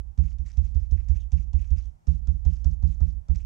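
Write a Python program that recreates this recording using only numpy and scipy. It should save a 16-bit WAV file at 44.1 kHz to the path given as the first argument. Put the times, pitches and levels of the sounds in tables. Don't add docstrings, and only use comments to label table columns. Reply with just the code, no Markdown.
import sys
import numpy as np
from scipy import signal
from scipy.fft import rfft, irfft
from scipy.io import wavfile
from scipy.ndimage import uniform_filter1d, minimum_filter1d

SR = 44100
rng = np.random.default_rng(int(sys.argv[2]) if len(sys.argv) > 2 else 0)


def level_to_linear(level):
    exponent = np.asarray(level, float) / 20
    return 10 ** exponent


def output_pcm(signal):
    pcm = np.clip(np.atleast_2d(signal).T, -1, 1) * 32767
    wavfile.write(sys.argv[1], SR, np.round(pcm).astype(np.int16))


N = 152145

# (time [s], force [dB], contact [ms])
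PUSHES = [(-0.0725, -4, 1.9), (0.1832, 1.7, 1.63), (0.3903, -3.8, 2.69), (0.5752, 1.7, 2.01),
          (0.7526, 0.6, 1.79), (0.9168, 2.4, 2.08), (1.0923, 2.1, 1.89), (1.3279, 2.2, 2.12),
          (1.5385, 0.6, 1.76), (1.7105, 0.4, 1.81), (2.0786, 1.2, 1.75), (2.2793, 1.1, 2.1),
          (2.458, 2.4, 1.78), (2.6539, 2.1, 1.96), (2.8319, 1.3, 1.45), (3.0116, 1.8, 1.69),
          (3.2926, 2.1, 2.3)]
# (time [s], film [dB], flesh [dB], left over right [dB], counter shelf [dB])
SLAPS = [(0.176, -51, -51.5, 0.5, -22.5), (0.3843, -56, -80, -1.5, -36), (0.5705, -49.5, -58.5, -2.5, -30),
         (0.7457, -53.5, -64, -2, -34.5), (0.9102, -51, -65, -1.5, -32), (1.0846, -48, -64, -1, -28),
         (1.3188, -46, -57.5, 0.5, -26.5), (1.5309, -50, -54, -3, -29), (1.705, -53.5, -64.5, -1.5, -33),
         (2.0695, -49, -52.5, -1.5, -22), (2.2705, -52.5, -56, -5.5, -27.5),
         (2.4502, -49.5, -53.5, -2, -24), (2.644, -48.5, -52, -2, -25.5), (2.8245, -53.5, -52.5, -5, -22.5),
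         (3.0027, -53.5, -52.5, -3, -24.5), (3.2838, -55, -53.5, -5, -25.5)]
# (frequency [Hz], level [dB])
PEEL_COLOUR = [(1200, -4.5), (2300, -7.5), (3200, -4.5), (4300, -4.5), (6000, 1), (7600, -6.5), (8300, -14),
               (15500, -39.5)]


def evened(x):
    return x / np.sqrt(np.mean(x ** 2, axis=-1, keepdims=True) + 1e-20)


def read(points, hz):
    f, value = np.transpose(points)
    return np.interp(np.log(hz + 1), np.log(f + 1), value, left=value[0], right=value[-1])


def colour(x, points):
    hz = np.fft.rfftfreq(x.shape[-1], 1 / SR)
    gain = level_to_linear(read(points, hz)) * np.minimum(hz / points[0][0], 1) ** 2
    return irfft(rfft(x) * gain, x.shape[-1])


def pair(x, same):
    same = np.clip(same, 0, 1)
    return np.sqrt(same) * x[0] + np.sqrt(1 - same) * x[1:]


def resonate(x, hz, width_hz):
    r = np.exp(-np.pi * width_hz / SR)
    return 2 * signal.lfilter([1 - r], [1, -r * np.exp(2j * np.pi * hz / SR)], x).real


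def resonate_twice(x, hz, width_hz, second_width_hz):
    return resonate(resonate(x, hz, width_hz), hz, second_width_hz)


def burst(s, rise_s, t60):
    u = np.maximum(np.arange(N) / SR - s, 0)
    return (1 - np.exp(-u / rise_s)) * level_to_linear(-60 * u / t60)


def panned(db):
    return level_to_linear(np.array([[db / 2], [-db / 2]]))


def settle(u):
    return level_to_linear(-243 * np.maximum(u - 0.2, 0))


def snaps(per_s, spread_db):
    size = level_to_linear(spread_db * np.minimum(rng.exponential(1, (3, N)), 4)) * rng.standard_normal((3, N))
    return size * (rng.random((3, N)) < per_s / SR)


def patchy(x, depth_db):
    z = signal.stft(x, nperseg=256)[2]
    field = uniform_filter1d(rng.standard_normal(z.shape[1:]), size=9, axis=0)
    field = uniform_filter1d(field, size=3, axis=1)
    return signal.istft(z * level_to_linear(depth_db * field / field.std()), nperseg=256)[1][:, :N]


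def slaps():
    # (frequency [Hz], level [dB])
    film_colour = [(1500, -20), (2000, -8.5), (3600, -6), (4300, -7.5), (6000, 0.5), (7600, -9),
                   (8300, -18), (15500, -38.5)]
    # (frequency [Hz], width [Hz], level [dB])
    flesh_modes = [(685, 370, 1), (1223, 120, -7.5), (442, 57, -0.5)]
    film = evened(colour(pair(snaps(11000, 0.75), 0.47), film_colour))
    noise = pair(rng.standard_normal((3, N)), 0.073)
    flesh = evened(sum(level_to_linear(db) * resonate_twice(noise, hz, w, 2 * w) for hz, w, db in flesh_modes))
    out = np.zeros((2, N))
    for s, film_db, flesh_db, pan_db, _ in SLAPS:
        crack = burst(s - .0004, rise_s=0.00072, t60=0.03)
        spread = level_to_linear(-12) * burst(s, rise_s=0.0075, t60=0.35)
        wet = level_to_linear(film_db - 5.5) * (crack + spread) * film
        dull = level_to_linear(flesh_db + 2.0) * burst(s - .001, rise_s=0.0058, t60=0.11) * flesh
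        out += panned(pan_db) * (wet + dull)
    return out


def stand():
    # (frequency [Hz], t60 [s], signed motion at left port, at right port)
    modes = [(28.5, 1.17, -.002, -.022), (33.1, .74, .0015, .02), (46.4, 1.16, .0053, .053),
             (51.7, .67, .005, .01), (58.5, .53, .0118, .26), (64.7, .84, -.0021, .073),
             (69.8, .97, .0021, .027), (77.8, .3, -.0062, -.315), (92.5, .85, -.0007, -.015),
             (95.7, .44, .0062, -.037), (119.4, .14, -.0015, -.088)]
    lead = 8820
    t = (np.arange(N + lead) - lead) / SR
    force = sum(level_to_linear(db) * np.exp(-.5 * ((t - s) * 1000 / ms) ** 2) / ms for s, db, ms in PUSHES)
    force = force * 1000 / SR / np.sqrt(2 * np.pi)
    u = np.arange(SR) / SR
    ring = np.zeros((2, SR))
    for hz, t60, left, right in modes:
        ring += np.outer([left, right], level_to_linear(-60 * u / t60) * np.sin(2 * np.pi * hz * u))
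    motion = signal.fftconvolve(force[None], ring * settle(u), axes=1)[:, lead:lead + N]
    return motion * level_to_linear(np.array([[.5], [.6]]))


def shake():
    # (frequency [Hz], level [dB])
    rumble = [(20, 8.5), (50, -1.5), (80, 8.5), (130, -7), (165, -4), (240, -29), (400, -35.5),
              (3000, -110)]
    port_db = [
        [-45.5],
        [-34],
    ]
    t = np.arange(N) / SR
    swell = sum(level_to_linear(db) * burst(s - .004, rise_s=.007, t60=0.74) * settle(t - s) for s, db, _ in PUSHES)
    return level_to_linear(np.array(port_db)) * swell * evened(colour(rng.standard_normal((2, N)), rumble))


def rattle(motion):
    # (frequency [Hz], level [dB])
    buzz_colour = [(150, 0.5), (300, 0), (500, -15), (1000, -23.5), (2500, -30), (5000, -40.5),
                   (9000, -55.5), (15500, -67.5)]
    port_db = [
        [-86.5],
        [-48],
    ]
    swing = uniform_filter1d(abs(motion[1]), size=120) / 0.23
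    loose = sum(burst(s - .003, rise_s=0.0048, t60=0.17) for s, _, _ in PUSHES)
    buzz = evened(colour(snaps(per_s=7000, spread_db=2.5)[:2], buzz_colour))
    return level_to_linear(np.array(port_db)) * loose * (0.31 + swing ** 2.3) * buzz


def jolts():
    port_db = [
        [-64],
        [-42],
    ]
    delay_s, thud_hz, width_ms = 0.00822, 301, 1.4
    t = np.arange(N) / SR
    thud = np.zeros(N)
    for s, db, _ in PUSHES:
        u = t - s - delay_s
        thud += level_to_linear(0.98 * db) * np.exp(-.5 * (u * 1000 / width_ms) ** 2) * np.cos(2 * np.pi * thud_hz * u)
    return level_to_linear(np.array(port_db)) * thud


def knocks(modes, times, rise_s, levels_db, turns, hold_s=1.):
    out, u = np.zeros((2, N + SR)), np.arange(SR // 2) / SR
    damping_db = np.minimum(299.5 * np.maximum(u - hold_s, 0), 9)
    fade = (1 - np.exp(-u / rise_s)) * settle(u) * level_to_linear(-damping_db)
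    for s, level_db, turn in zip(times, levels_db, turns):
        for (hz, t60, left_db, right_db), start in zip(modes, turn):
            ring = fade * level_to_linear(level_db - 60 * u / t60) * np.sin(2 * np.pi * (hz * u + start))
            out[:, round(s * SR):][:, :len(u)] += np.outer([-level_to_linear(left_db), level_to_linear(right_db)], ring)
    return out[:, :N]


def board():
    # (frequency [Hz], t60 [s], left [dB], right [dB])
    board_modes = [(214.5, 0.11, -70, -44), (305, 0.035, -69, -45.5), (457, 0.014, -68.5, -52),
                   (836, .07, -66.5, -59.5), (1350, 0.036, -61.5, -66.5)]
    # (frequency [Hz], t60 [s], left [dB], right [dB])
    shelf_modes = [(157, 0.11, -25, 1.5), (160.68, 0.64, -17.5, -0.5)]
    # (frequency [Hz], t60 [s], left [dB], right [dB])
    rebound_modes = [(243.2, 0.18, -27, -16.5), (272, 0.21, -40, -24), (318, .1, -36.5, -26)]
    landing_s, flesh_db, shelf_db = np.transpose(SLAPS)[[0, 2, 4]]
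    push_s = np.transpose(PUSHES[1:])[0]
    count = len(SLAPS)
    turns = rng.random((count, len(board_modes)))
    knock = knocks(board_modes, landing_s, 0.01, flesh_db + 62.5, turns)
    still = np.zeros((count, len(shelf_modes)))
    shelf = knocks(shelf_modes, push_s - .006, 0.022, shelf_db, still, hold_s=0.072)
    still = np.zeros((count, len(rebound_modes)))
    rebound = knocks(rebound_modes, push_s + .031, 0.0049, shelf_db, still)
    return knock + shelf + rebound


def peels():
    # (start [s], length [s], crackle [dB], pocket [Hz], pocket [dB])
    lifts = [(0.224, 0.1, -69, 2400, -73), (0.297, 0.032, -69.5, 2600, -96), (0.447, 0.11, -66, 2200, -73),
             (0.624, 0.088, -68.5, 2470, -77), (0.785, 0.096, -74, 2200, -76.5),
             (0.96, 0.11, -74, 2290, -71.5), (1.143, 0.047, -66, 2500, -61.5),
             (1.193, 0.061, -72, 3280, -67.5), (1.367, 0.074, -68, 2500, -69.5),
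             (1.58, 0.11, -67, 2420, -67.5), (1.761, 0.05, -63.5, 2440, -64.5),
             (1.817, 0.072, -70.5, 2970, -89), (2.078, 0.098, -68, 2600, -83),
             (2.289, 0.11, -78, 2414, -106), (2.498, 0.11, -68, 2800, -77.5),
             (2.696, 0.051, -71, 2500, -85.5), (2.86, .1, -68, 2310, -80.5), (3.045, 0.092, -71, 2370, -79),
             (3.338, 0.058, -65, 2250, -68.5), (3.39, 0.051, -70.5, 2660, -72)]
    rise_s, fade_db, pocket_width_hz = 0.013, -8, 760
    sticky = patchy(pair(snaps(per_s=6000, spread_db=3.5), 0.51), depth_db=3.5)
    crackle, sticky = evened(colour(sticky, PEEL_COLOUR)), evened(sticky)
    out = np.zeros((2, N + SR))
    for s, length, db, pocket_hz, pocket_db in lifts:
        at = round(s * SR)
        u = np.arange(min(round(2.2 * length * SR), N - at)) / SR
        part = slice(at, at + len(u))
        shape = np.minimum(u / rise_s, 1) * level_to_linear(fade_db * (u / length) ** 3)
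        pocket = evened(resonate_twice(sticky[:, part], pocket_hz, pocket_width_hz, 2 * pocket_width_hz))
        pocket = level_to_linear(pocket_db) * pocket * level_to_linear(-6.5 * u / length)
        out[:, part] += shape * (level_to_linear(db) * crackle[:, part] + pocket)
    return panned(-.8) * out[:, :N]


def ticks():
    # (time [s], level [dB], centre [Hz])
    low_ticks = [(0.2563, -58.5, 2400), (0.2833, -50, 2410), (0.4683, -57, 2620), (0.6374, -64, 2620),
                 (0.8056, -66, 2200), (0.9797, -57.5, 2270), (1.1593, -52.5, 2450), (1.2161, -53, 3570),
                 (1.3834, -55, 2310), (1.6005, -59.5, 2330), (1.7724, -54, 2620), (3.356, -44, 2590),
                 (3.4042, -62, 3130)]
    # (time [s], level [dB], centre [Hz])
    bright_ticks = [(0.176, -55, 5190), (0.31, -57, 6120), (0.462, -53.5, 5730), (0.5023, -65.5, 6050),
                    (0.5172, -44.5, 5570), (0.5324, -57.5, 5090), (0.5706, -56, 5740), (1.045, -56, 6100),
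                    (1.2004, -66.5, 4650), (1.3093, -57.5, 6170), (1.7624, -51.5, 6200),
                    (1.8563, -50.5, 5960), (2.057, -67, 5590), (2.0696, -46, 5760), (2.1122, -56.5, 5900),
                    (2.2555, -60, 4640), (2.2732, -40.5, 5720), (2.374, -62, 5300), (2.5037, -58, 5020),
                    (2.5343, -39, 5770), (2.6447, -35, 5630), (2.7048, -59, 5540), (2.8734, -53.5, 5320),
                    (3.0555, -66.5, 4570), (3.2844, -52, 5680), (3.34, -57, 6160), (3.3591, -37, 5510)]
    width_hz, rise_s, t60_s = 900, .0004, .008
    all_ticks = low_ticks + bright_ticks
    out, u = np.zeros((2, N)), np.arange(1024) / SR
    draws = rng.standard_normal((len(all_ticks), 3, 1024))
    for (s, db, hz), draw in zip(all_ticks, draws):
        noise = pair(draw, 0.63)
        tone = evened(resonate_twice(noise, hz, width_hz, width_hz))
        tone = tone + level_to_linear(-1) * evened(colour(noise, PEEL_COLOUR))
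        shape = np.minimum(u / rise_s, 1) * level_to_linear(db - 11 - 60 * u / t60_s)
        out[:, round(s * SR):][:, :1024] += shape * tone
    return out


def kitchen():
    # (frequency [Hz], level [dB])
    hum_colour = [(100, -0.5), (430, -29), (800, -23.5), (2200, -38), (4000, -46), (6000, -42),
                  (10000, -50), (15500, -56)]
    # (frequency [Hz], correlation)
    likeness = [(60, 0.86), (400, -0.65), (1000, -0.8), (2800, -0.25), (6000, 0.46), (9000, 0.021)]
    hz = np.fft.rfftfreq(N, 1 / SR)
    left, other = rfft(rng.standard_normal((2, N)))
    same = np.clip(read(likeness, hz), -1, 1)
    noise = irfft(np.array([left, same * left + np.sqrt(1 - same ** 2) * other]), N)
    fan = evened(resonate_twice(noise, 746, 610, 610))
    return panned(-1) * (level_to_linear(-61) * evened(colour(noise, hum_colour)) + level_to_linear(-80.5) * fan)


def scene():
    motion = stand()
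    hands = slaps() + peels() + ticks()
    counter = motion + shake() + rattle(motion) + jolts() + board()
    return hands + counter + kitchen()


def low_pass(x):
    return signal.sosfilt(signal.butter(12, 15700, fs=SR, output="sos"), x)


def record(dry):
    limit_db, step_samples = -10, 128
    peak = -minimum_filter1d(-abs(dry), size=900, axis=1)
    level_db = 20 * np.log10(peak + 1e-9)
    over_db = uniform_filter1d(np.maximum(level_db - limit_db, 0), size=900, axis=1)
    held = dry * level_to_linear(-0.25 * uniform_filter1d(over_db, size=300, axis=1))
    on_step = np.arange(N) % step_samples == 0
    clicks = dry * np.minimum(over_db / 1.5, 1) ** 2 * on_step
    held = held + level_to_linear(-46) * np.diff(clicks, prepend=0, axis=1)
    return low_pass(held + 0.0001)


dry = scene()
out = record(dry)
output_pcm(out)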